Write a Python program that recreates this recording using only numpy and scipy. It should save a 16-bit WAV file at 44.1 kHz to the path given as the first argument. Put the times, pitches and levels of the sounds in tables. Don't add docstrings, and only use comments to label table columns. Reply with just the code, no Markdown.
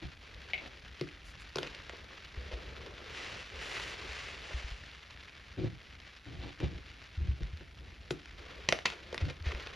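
import sys
import numpy as np
from scipy import signal
from scipy.fft import rfft, irfft
from scipy.io import wavfile
from scipy.ndimage import uniform_filter1d

SR = 44100
rng = np.random.default_rng(int(sys.argv[2]) if len(sys.argv) > 2 else 0)


def to_wav(s):
    ch = np.atleast_2d(s).T
    pcm = np.round(np.clip(ch, -1, 1) * 32767)
    wavfile.write(sys.argv[1], SR, pcm.astype(np.int16))


N = 429975
TIME = np.arange(N) / SR

# frequency in Hz, gain in dB.
FIZZ_COLOUR = [(150, -4), (500, -3.5), (900, -4.5), (1400, 2), (2100, 4.5), (2700, 3), (3500, 0.5),
               (5000, -5.5), (6300, -12.5), (7500, -20), (10000, -27.5), (13000, -62)]
# frequency in Hz, gain in dB.
CRACK_COLOUR = [(120, -1), (600, 6), (1250, 3), (2000, 3), (3000, 1), (4500, -0.5), (6000, -4.5),
                (7500, -13), (10000, -20.5), (13000, -36)]
# frequency in Hz, side minus mid in dB.
WIDTH = [(60, -18.5), (200, -12), (600, -7.5), (1300, -7), (2600, -13.5), (5000, -27), (12000, -10)]

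BUILD_UP_S = .005
KNOCK_CYCLES = 0.7


def undb(db):
    return 10 ** (np.asarray(db) / 20)


def unit(x):
    return x / np.sqrt(np.mean(x ** 2) + 1e-20)


def curve(rows):
    return np.interp(TIME, *np.transpose(rows))


def colour(x, points, size=4096):
    hz, db = np.transpose(points)
    bins = np.maximum(np.arange(size // 2 + 1) * SR / size, 1)
    gain_db = np.interp(np.log(bins), np.log(hz), db)
    cepstrum = irfft(np.log(undb(gain_db)))
    cepstrum[1:size // 2] *= 2
    cepstrum[size // 2 + 1:] = 0
    impulse = irfft(np.exp(rfft(cepstrum)))
    return signal.fftconvolve(x, impulse)[:len(x)]


def resonate(x, hz, q):
    return signal.lfilter(*signal.iirpeak(hz, max(q, 1), fs=SR), x)


def add(track, s, sound):
    start = max(int(s * SR), 0)
    part = sound[:max(N - start, 0)]
    track[start:start + len(part)] += part


def walk(rate):
    hold = max(int(SR / rate), 1)
    levels = np.repeat(rng.standard_normal(N // hold + 1), hold)
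    return unit(uniform_filter1d(levels, hold)[:N])


def grains(rate, spread_db):
    sizes = undb(spread_db * np.clip(rng.standard_normal(N), -2.5, 2.5))
    struck = rng.random(N) < rate / SR
    return unit(struck * sizes * rng.choice([-1, 1], N))


def pings(rate, spread_db, centre_hz, octaves, cycles):
    out, t = np.zeros(N), TIME[:SR // 100]
    for when, size, pitch in rng.random((int(rate * N / SR), 3)):
        hz = min(centre_hz * 2 ** (octaves * (pitch - .5)), SR / 4)
        pop = np.exp(-t * hz / cycles) * np.sin(2 * np.pi * hz * t)
        add(out, when * N / SR, undb(spread_db * size ** 2) * pop)
    return unit(out)


def spread(source):
    mid, side = source(), colour(source(), WIDTH)
    return np.array([mid + side, mid - side])


def gestures(rows, attack_s, release_s):
    power = np.zeros(N)
    for s, length, db in rows:
        rise = np.clip((TIME - s) / attack_s, 0, 1)
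        fall = np.exp(-np.maximum(TIME - s - length, 0) / release_s)
        power += (undb(db) * rise * fall) ** 2
    return np.sqrt(power)


def foam():
    # time in seconds, level in dB.
    fizz_level = [(0, -55.5), (4.9, -53.5), (5.4, -56), (7.4, -56), (7.8, -59.5), (8.2, -56.5), (9.75, -57)]
    flurry = undb(1.1 * walk(rate=24) + 1.7 * walk(rate=140))

    def bubbles():
        tiny = unit(colour(grains(rate=2200, spread_db=4.0), FIZZ_COLOUR))
        pops = pings(rate=130, spread_db=26.0, centre_hz=2810, octaves=1.72, cycles=1.9)
        return unit(tiny + undb(-10.5) * pops)
    return spread(bubbles) * flurry * undb(curve(fizz_level))


def hiss():
    # frequency in Hz, gain in dB.
    hiss_colour = [(1000, 12), (10500, -2), (13000, -13)]
    return undb(-74.5) * colour(rng.standard_normal(N), hiss_colour)


def rumble(grip):
    # frequency in Hz, gain in dB.
    rumble_colour = [(20, -31), (40, -2.5), (65, 2.5), (100, -7.5), (170, -13.5), (300, -20), (700, -27.5),
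                     (6000, -85)]
    rest_db, squeeze_share_db, waver_db = -55, -3, 2.5
    waver = undb(waver_db * walk(rate=10.0))
    strength = np.hypot(undb(rest_db), undb(squeeze_share_db) * grip)
    tremble = spread(lambda: unit(colour(rng.standard_normal(N), rumble_colour)))
    return tremble * strength * waver


def rubs():
    # start in seconds, length in seconds, relative level in dB,
    # brightness corner in Hz, relative level of the dry scuff in dB.
    rub_rows = [(0.01, 0.057, -50.5, 240, -55.5), (0.599, 0.098, -75, 1100, -55),
                (5.568, 0.074, -41, 447, -57), (5.63, 0.023, -36.5, 500, -63.5),
                (5.654, 0.034, -47.5, 420, -55), (5.681, 0.07, -54, 190, -86),
                (6.238, 0.18, -54, 300, -61.5), (6.389, 0.14, -54, 380, -53.5),
                (6.587, 0.085, -43, 800, -52), (6.599, 0.22, -56.5, 400, -64.5),
                (7.165, 0.19, -48, 153, -68), (7.401, 0.021, -44.5, 192, -61),
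                (7.603, 0.03, -57.5, 600, -66), (9.19, 0.12, -47.5, 245, -77)]
    # frequency in Hz, gain in dB.
    body_colour = [(30, -45), (70, -1.5), (120, 2), (170, -7), (220, -13.5), (270, -9.5), (330, -2),
                   (410, -3), (500, -6.5), (700, -21), (3000, -33)]
    # frequency in Hz, gain in dB.
    scuff_colour = [(300, 8), (700, 7), (1200, -2.5), (2300, 3), (3800, 0.5), (5500, -12), (8000, -25),
                    (13000, -47)]
    out = np.zeros(N)
    slips = colour(grains(rate=540, spread_db=1.5), body_colour)
    scuff = colour(grains(rate=1100, spread_db=4), scuff_colour)
    catches = undb(2 * walk(rate=70))
    for s, length, db, corner_hz, scuff_db in rub_rows:
        part = slice(max(int(s * SR), 0), int((s + length) * SR))
        dull = signal.sosfilt(signal.butter(2, corner_hz, fs=SR, output="sos"), slips[part])
        stroke = signal.windows.tukey(len(dull), .65) * catches[part]
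        add(out, s, undb(db) * unit(dull * stroke) + undb(scuff_db) * unit(scuff[part] * stroke))
    return out


def thumps():
    # start in seconds, level in dB, pitch in Hz.
    thump_rows = [(0.028, -35.5, 67), (2.356, -31, 63.5), (2.515, -32.5, 54.6), (4.069, -40, 66.5),
                  (4.524, -27.5, 61.4), (4.624, -32, 56.6), (4.697, -32.5, 50), (5.62, -27, 112.7),
                  (6.373, -35, 64.6), (6.616, -26, 72), (6.73, -36, 63.6), (7.158, -28, 77),
                  (7.196, -25.5, 71), (7.268, -21, 68), (7.405, -27.5, 51.3), (7.513, -33, 79),
                  (9.204, -22.5, 80.7), (9.236, -27, 83.4), (9.39, -35, 80), (9.447, -24, 68.4),
                  (9.526, -31.5, 58.5)]
    out, t = np.zeros(N), TIME[:SR // 4]
    peak_s = .024
    attack = (np.minimum(t - peak_s, 0) / 0.0047) ** 2
    decay = np.maximum(t - peak_s, 0) / 0.026
    swell = np.exp(-attack - decay)
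    for s, db, hz in thump_rows:
        cycles = hz * (t + 0.0066 * (1 - np.exp(-t / 0.0027)))
        add(out, s, undb(db) * swell * np.sin(2 * np.pi * cycles))
    return out


def squeezes():
    # start in seconds, length in seconds, relative level of the muffled crunch in dB,
    # relative level of the grit crackling with it in dB.
    squeeze_rows = [(0.206, 0.55, -63, -62), (1.56, 0.61, -63, -58.5), (2.322, 0.61, -56, -57),
                    (2.954, 0.4, -54.5, -54.5), (3.507, 0.54, -54, -50.5), (4.25, 0.34, -60, -60),
                    (8.359, 0.28, -56.5, -56), (8.85, 0.47, -58, -59), (9.426, 0.39, -55, -50.5)]
    attack_s, release_s = 0.041, 0.086
    grip = gestures([(s, length, db) for s, length, db, _ in squeeze_rows], attack_s, release_s)
    grit = gestures([(s, length, db) for s, length, _, db in squeeze_rows], attack_s, release_s)
    return grip, grit


def crunch(grip, grit):
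    # frequency in Hz, gain in dB.
    crunch_colour = [(100, -15), (250, -8.5), (420, 6), (600, -0.5), (850, -9.5), (1500, -16), (4000, -44),
                     (12000, -75)]
    jerks = undb(1.3 * walk(rate=24) + 1.8 * walk(rate=110))
    packed = spread(lambda: unit(colour(grains(rate=900, spread_db=1.0), crunch_colour)))
    lumps = spread(lambda: pings(rate=110, spread_db=4, centre_hz=456, octaves=0.92, cycles=6.1))
    fine = spread(lambda: unit(colour(grains(rate=2000, spread_db=3), FIZZ_COLOUR)))
    crumbs = spread(lambda: pings(rate=380, spread_db=9, centre_hz=2140, octaves=2.27, cycles=1.3))
    muffled = (packed + lumps) * grip * undb(-4.0)
    crackle = (undb(-1.0) * fine + undb(-4.5) * crumbs) * grit
    return (muffled + crackle) * jerks


def clinks():
    # start in seconds, relative level in dB, pitch as a multiple of the piece's resonances.
    clink_rows = [(0.5344, -28, 1.0), (0.579, -39.5, 1.06), (8.858, -30, 1.18)]
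    # frequency in Hz before the pitch multiple, gain in dB.
    piece_colour = [(300, -22), (700, -7), (1200, -35), (1650, -17), (1950, 3), (2300, 5), (2600, -1),
                    (2850, -3.5), (3600, -9.5), (5000, -25), (12000, -59)]
    out, t = np.zeros(N), TIME[:SR // 5]
    for s, db, pitch in clink_rows:
        contacts = grains(rate=1600, spread_db=-0.5)[:len(t)] * np.exp(-t / 0.0085)
        contacts[0] = undb(25)
        pitched = [(hz * pitch, gain) for hz, gain in piece_colour]
        add(out, s, undb(db + 6.5) * colour(contacts, pitched))
    return out


def fracture(length_ms, splinter_db, lead_ms):
    ms = 1000 * (TIME[:SR // 20] - BUILD_UP_S)
    steps = rng.choice([-1, 1], len(ms)) * undb(rng.uniform(-12, 12, len(ms)))
    build_up = np.minimum(ms, 0) / max(lead_ms, .1)
    decay = np.maximum(ms, 0) / max(length_ms, .3)
    burst = steps * np.exp(build_up - decay)
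    burst *= undb(splinter_db) / np.linalg.norm(burst)
    burst[np.argmin(np.abs(ms))] -= 1
    return burst / np.linalg.norm(burst)


def swing(t, hz):
    age = t * hz / KNOCK_CYCLES
    return age * np.exp(1 - age) * np.sin(2 * np.pi * hz * t)


def snaps():
    # main break in seconds, relative crack level in dB, relative
    # knock level in dB, knock pitch in Hz, length of the fracture burst in ms,
    # lower ring of the piece in Hz, upper ring in Hz.
    snap_rows = [(1.012, -23, -32, 352, 0.51, 1200, 2700), (1.5584, -18, -34.5, 395, 0.74, 1140, 3600),
                 (1.5854, -18, -35, 400, 1.1, 1320, 3530), (1.631, -22.5, -42.5, 386, 1.2, 1450, 3100),
                 (1.896, -30, -49, 620, 0.8, 1260, 1900), (8.108, -21, -31.5, 360, 3.2, 1940, 3220),
                 (8.689, -9, -38.5, 480, 1.24, 2080, 4300), (8.725, -10.5, -27, 580, 0.86, 2170, 3500),
                 (8.8564, -10.5, -61, 650, 6.4, 2130, 3920), (9.128, -30, -39, 444, 3, 950, 3500),
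                 (9.145, -22, -47, 516, 0.25, 1870, 5330)]
    # time in seconds, relative level in dB.
    tick_rows = [(1.089, -33.5), (1.571, -22), (1.647, -36), (1.667, -29.5), (1.673, -28), (1.749, -27),
                 (5.108, -34), (6.002, -36.5), (6.603, -28.5), (7.433, -31.5), (8.258, -33.5), (8.789, -25),
                 (8.8592, -16), (8.902, -22.5), (9.179, -21), (9.2536, -30.5), (9.299, -30.5),
                 (9.4865, -34), (9.5491, -27.5), (9.599, -33), (9.672, -28)]
    thud_hz, thud_db, heavy_hz = 155, -13, 347
    cracks, knocks, t = np.zeros(N), np.zeros(N), TIME[:SR // 10]
    for s, crack_db, knock_db, hz, length_ms, lower_hz, upper_hz in snap_rows:
        splinter_db = 7 * np.log10(max(length_ms, .1))
        burst = fracture(length_ms, splinter_db, lead_ms=min(.7 * length_ms, 1.1))
        rung = 2.4 * resonate(burst, lower_hz, q=5.3) + 1.0 * resonate(burst, upper_hz, q=1.8)
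        add(cracks, s - BUILD_UP_S, undb(crack_db + 10.0) * (burst + rung))
        thud = undb(thud_db) * min(heavy_hz / hz, 1) ** 6 * swing(t, thud_hz)
        add(knocks, s + 0.0013, undb(knock_db + 7.5) * (swing(t, hz) + thud))
    for s, db in tick_rows:
        burst = fracture(length_ms=1.3, splinter_db=2, lead_ms=.5)
        rung = 2 * resonate(burst, rng.uniform(1900, 3200), q=2)
        add(cracks, s - BUILD_UP_S, undb(db + 7.5) * (burst + rung))
    return colour(cracks, CRACK_COLOUR) + knocks


def dust():
    # start in seconds, length in seconds, level in dB.
    sift_rows = [(1.24, 0.075, -63.5), (1.39, 0.031, -63), (3.6, 0.31, -60.5), (8.098, 0.013, -51)]
    # frequency in Hz, gain in dB.
    sift_colour = [(1000, -27), (4000, 1), (7000, 2.5), (10000, -2), (13000, -20)]
    flow = gestures(sift_rows, attack_s=0.017, release_s=0.012)
    return unit(colour(grains(rate=8600, spread_db=-4), sift_colour)) * flow


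def collapses():
    # start in seconds, length in seconds, grit level in dB, pock level in dB, pock pitch in Hz.
    collapse_rows = [(1.608, 0.081, -52, -54.5, 480), (1.931, 0.01, -63, -48.5, 400),
                     (2.509, 0.042, -50.5, -49, 480), (4.505, 0.017, -58, -51, 464),
                     (8.917, 0.025, -48.5, -54.5, 650), (9.199, 0.033, -48, -53.5, 500),
                     (9.278, 0.04, -48.5, -50, 620), (9.439, 0.083, -49.5, -59, 597)]
    out = np.zeros(N)
    grit = colour(grains(rate=1400, spread_db=0), FIZZ_COLOUR)
    shear = colour(grains(rate=1900, spread_db=2), CRACK_COLOUR)
    for s, length, grit_db, pock_db, hz in collapse_rows:
        part = slice(int(s * SR), int((s + length) * SR))
        stroke = signal.windows.tukey(len(grit[part]), .5)
        pock = resonate(resonate(shear[part], hz, q=1), hz, q=1)
        add(out, s, undb(grit_db) * unit(grit[part] * stroke) + undb(pock_db) * unit(pock * stroke))
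    return out


def pour():
    # start in seconds, length in seconds, level in dB.
    pour_rows = [(3.07, 0.28, -48), (3.54, 0.27, -46.5), (3.68, 0.2, -46.5), (4.02, 0.25, -47.5),
                 (4.38, 0.24, -50)]
    # frequency in Hz, gain in dB.
    pour_colour = [(150, -35), (420, -3.5), (900, -5.5), (1500, -2.5), (2200, -1.5), (2755, 1), (3500, -4),
                   (5000, -8.5), (7000, -15.5), (9000, -21.5), (13000, -51)]
    clumps = undb(1.3 * walk(rate=90) + .7 * walk(rate=18))
    flow = gestures(pour_rows, attack_s=0.089, release_s=0.19)
    fall = spread(lambda: unit(colour(grains(rate=2200, spread_db=1.0), pour_colour)))
    singing = resonate(fall, 1990, q=7.5) * flow / flow.max()
    return (fall + singing) * clumps * flow


def ring(modes, t):
    return sum(undb(db) * undb(-60 * t / t60) * np.sin(2 * np.pi * hz * t) for hz, db, t60 in modes)


def room(x, early_db, early_s, tail_db, tail_s, modes_db, width_db):
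    # frequency in Hz, gain in dB.
    room_colour = [(60, -16.5), (135, 12), (215, 7.5), (330, -0.5), (800, -1.5), (2200, -1.5), (5000, -4),
                   (12000, 4)]
    # frequency in Hz, relative level in dB, time to fall by 60 dB in seconds.
    room_modes = [(290, 3, 0.47), (322.3, 3.5, 0.25), (370, 5, 0.15), (396, -9, 0.091)]
    t = TIME[:SR // 2]
    early = undb(early_db) * np.exp(-t / early_s)
    tail = undb(tail_db) * np.exp(-t / tail_s)
    fade = (early + tail) * (t > .0015)
    common = colour(rng.standard_normal(len(t)) * fade, room_colour) + undb(modes_db) * ring(room_modes, t)
    opposed = undb(width_db) * colour(colour(rng.standard_normal(len(t)) * fade, room_colour), WIDTH)
    return np.array([x + signal.fftconvolve(x, common + sign * opposed)[:N] for sign in (1, -1)])


def scene():
    grip, grit = squeezes()
    skin = undb(2) * room(rubs(), early_db=-33.0, early_s=0.0044, tail_db=-36.5, tail_s=0.027,
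                          modes_db=-64, width_db=9)
    pieces = room(clinks(), early_db=-31, early_s=0.016, tail_db=-33, tail_s=0.033,
                  modes_db=-80, width_db=7)
    pan_db = 2
    pieces = pieces * undb(np.array([[pan_db], [-pan_db]]) / 2)
    slabs = room(snaps() + collapses(), early_db=-27.5, early_s=0.0034, tail_db=-37.5, tail_s=0.041,
                 modes_db=-65, width_db=5)
    tub = foam() + rumble(grip) + thumps()
    powder = crunch(grip, grit) + dust() + pour()
    return tub + hiss() + skin + pieces + slabs + powder


def record(dry):
    # frequency in Hz, lead of the left in radians.
    port_phase = [(0, 0), (1900, 0), (3000, .2), (5300, .05), (6900, -.9), (8200, -3.14), (10200, -5),
                  (11000, -6.2), (13000, -6.4)]
    top_hz = 13850
    hz = np.arange(N // 2 + 1) * SR / N
    lead = np.interp(hz, *np.transpose(port_phase))
    left = irfft(rfft(dry[0]) * np.exp(1j * lead), N)
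    pair = np.array([left * undb(0.48), dry[1] * undb(-0.01)])
    return signal.sosfilt(signal.ellip(8, .2, 70, top_hz, fs=SR, output="sos"), pair)


dry = scene()
out = record(dry)
to_wav(out)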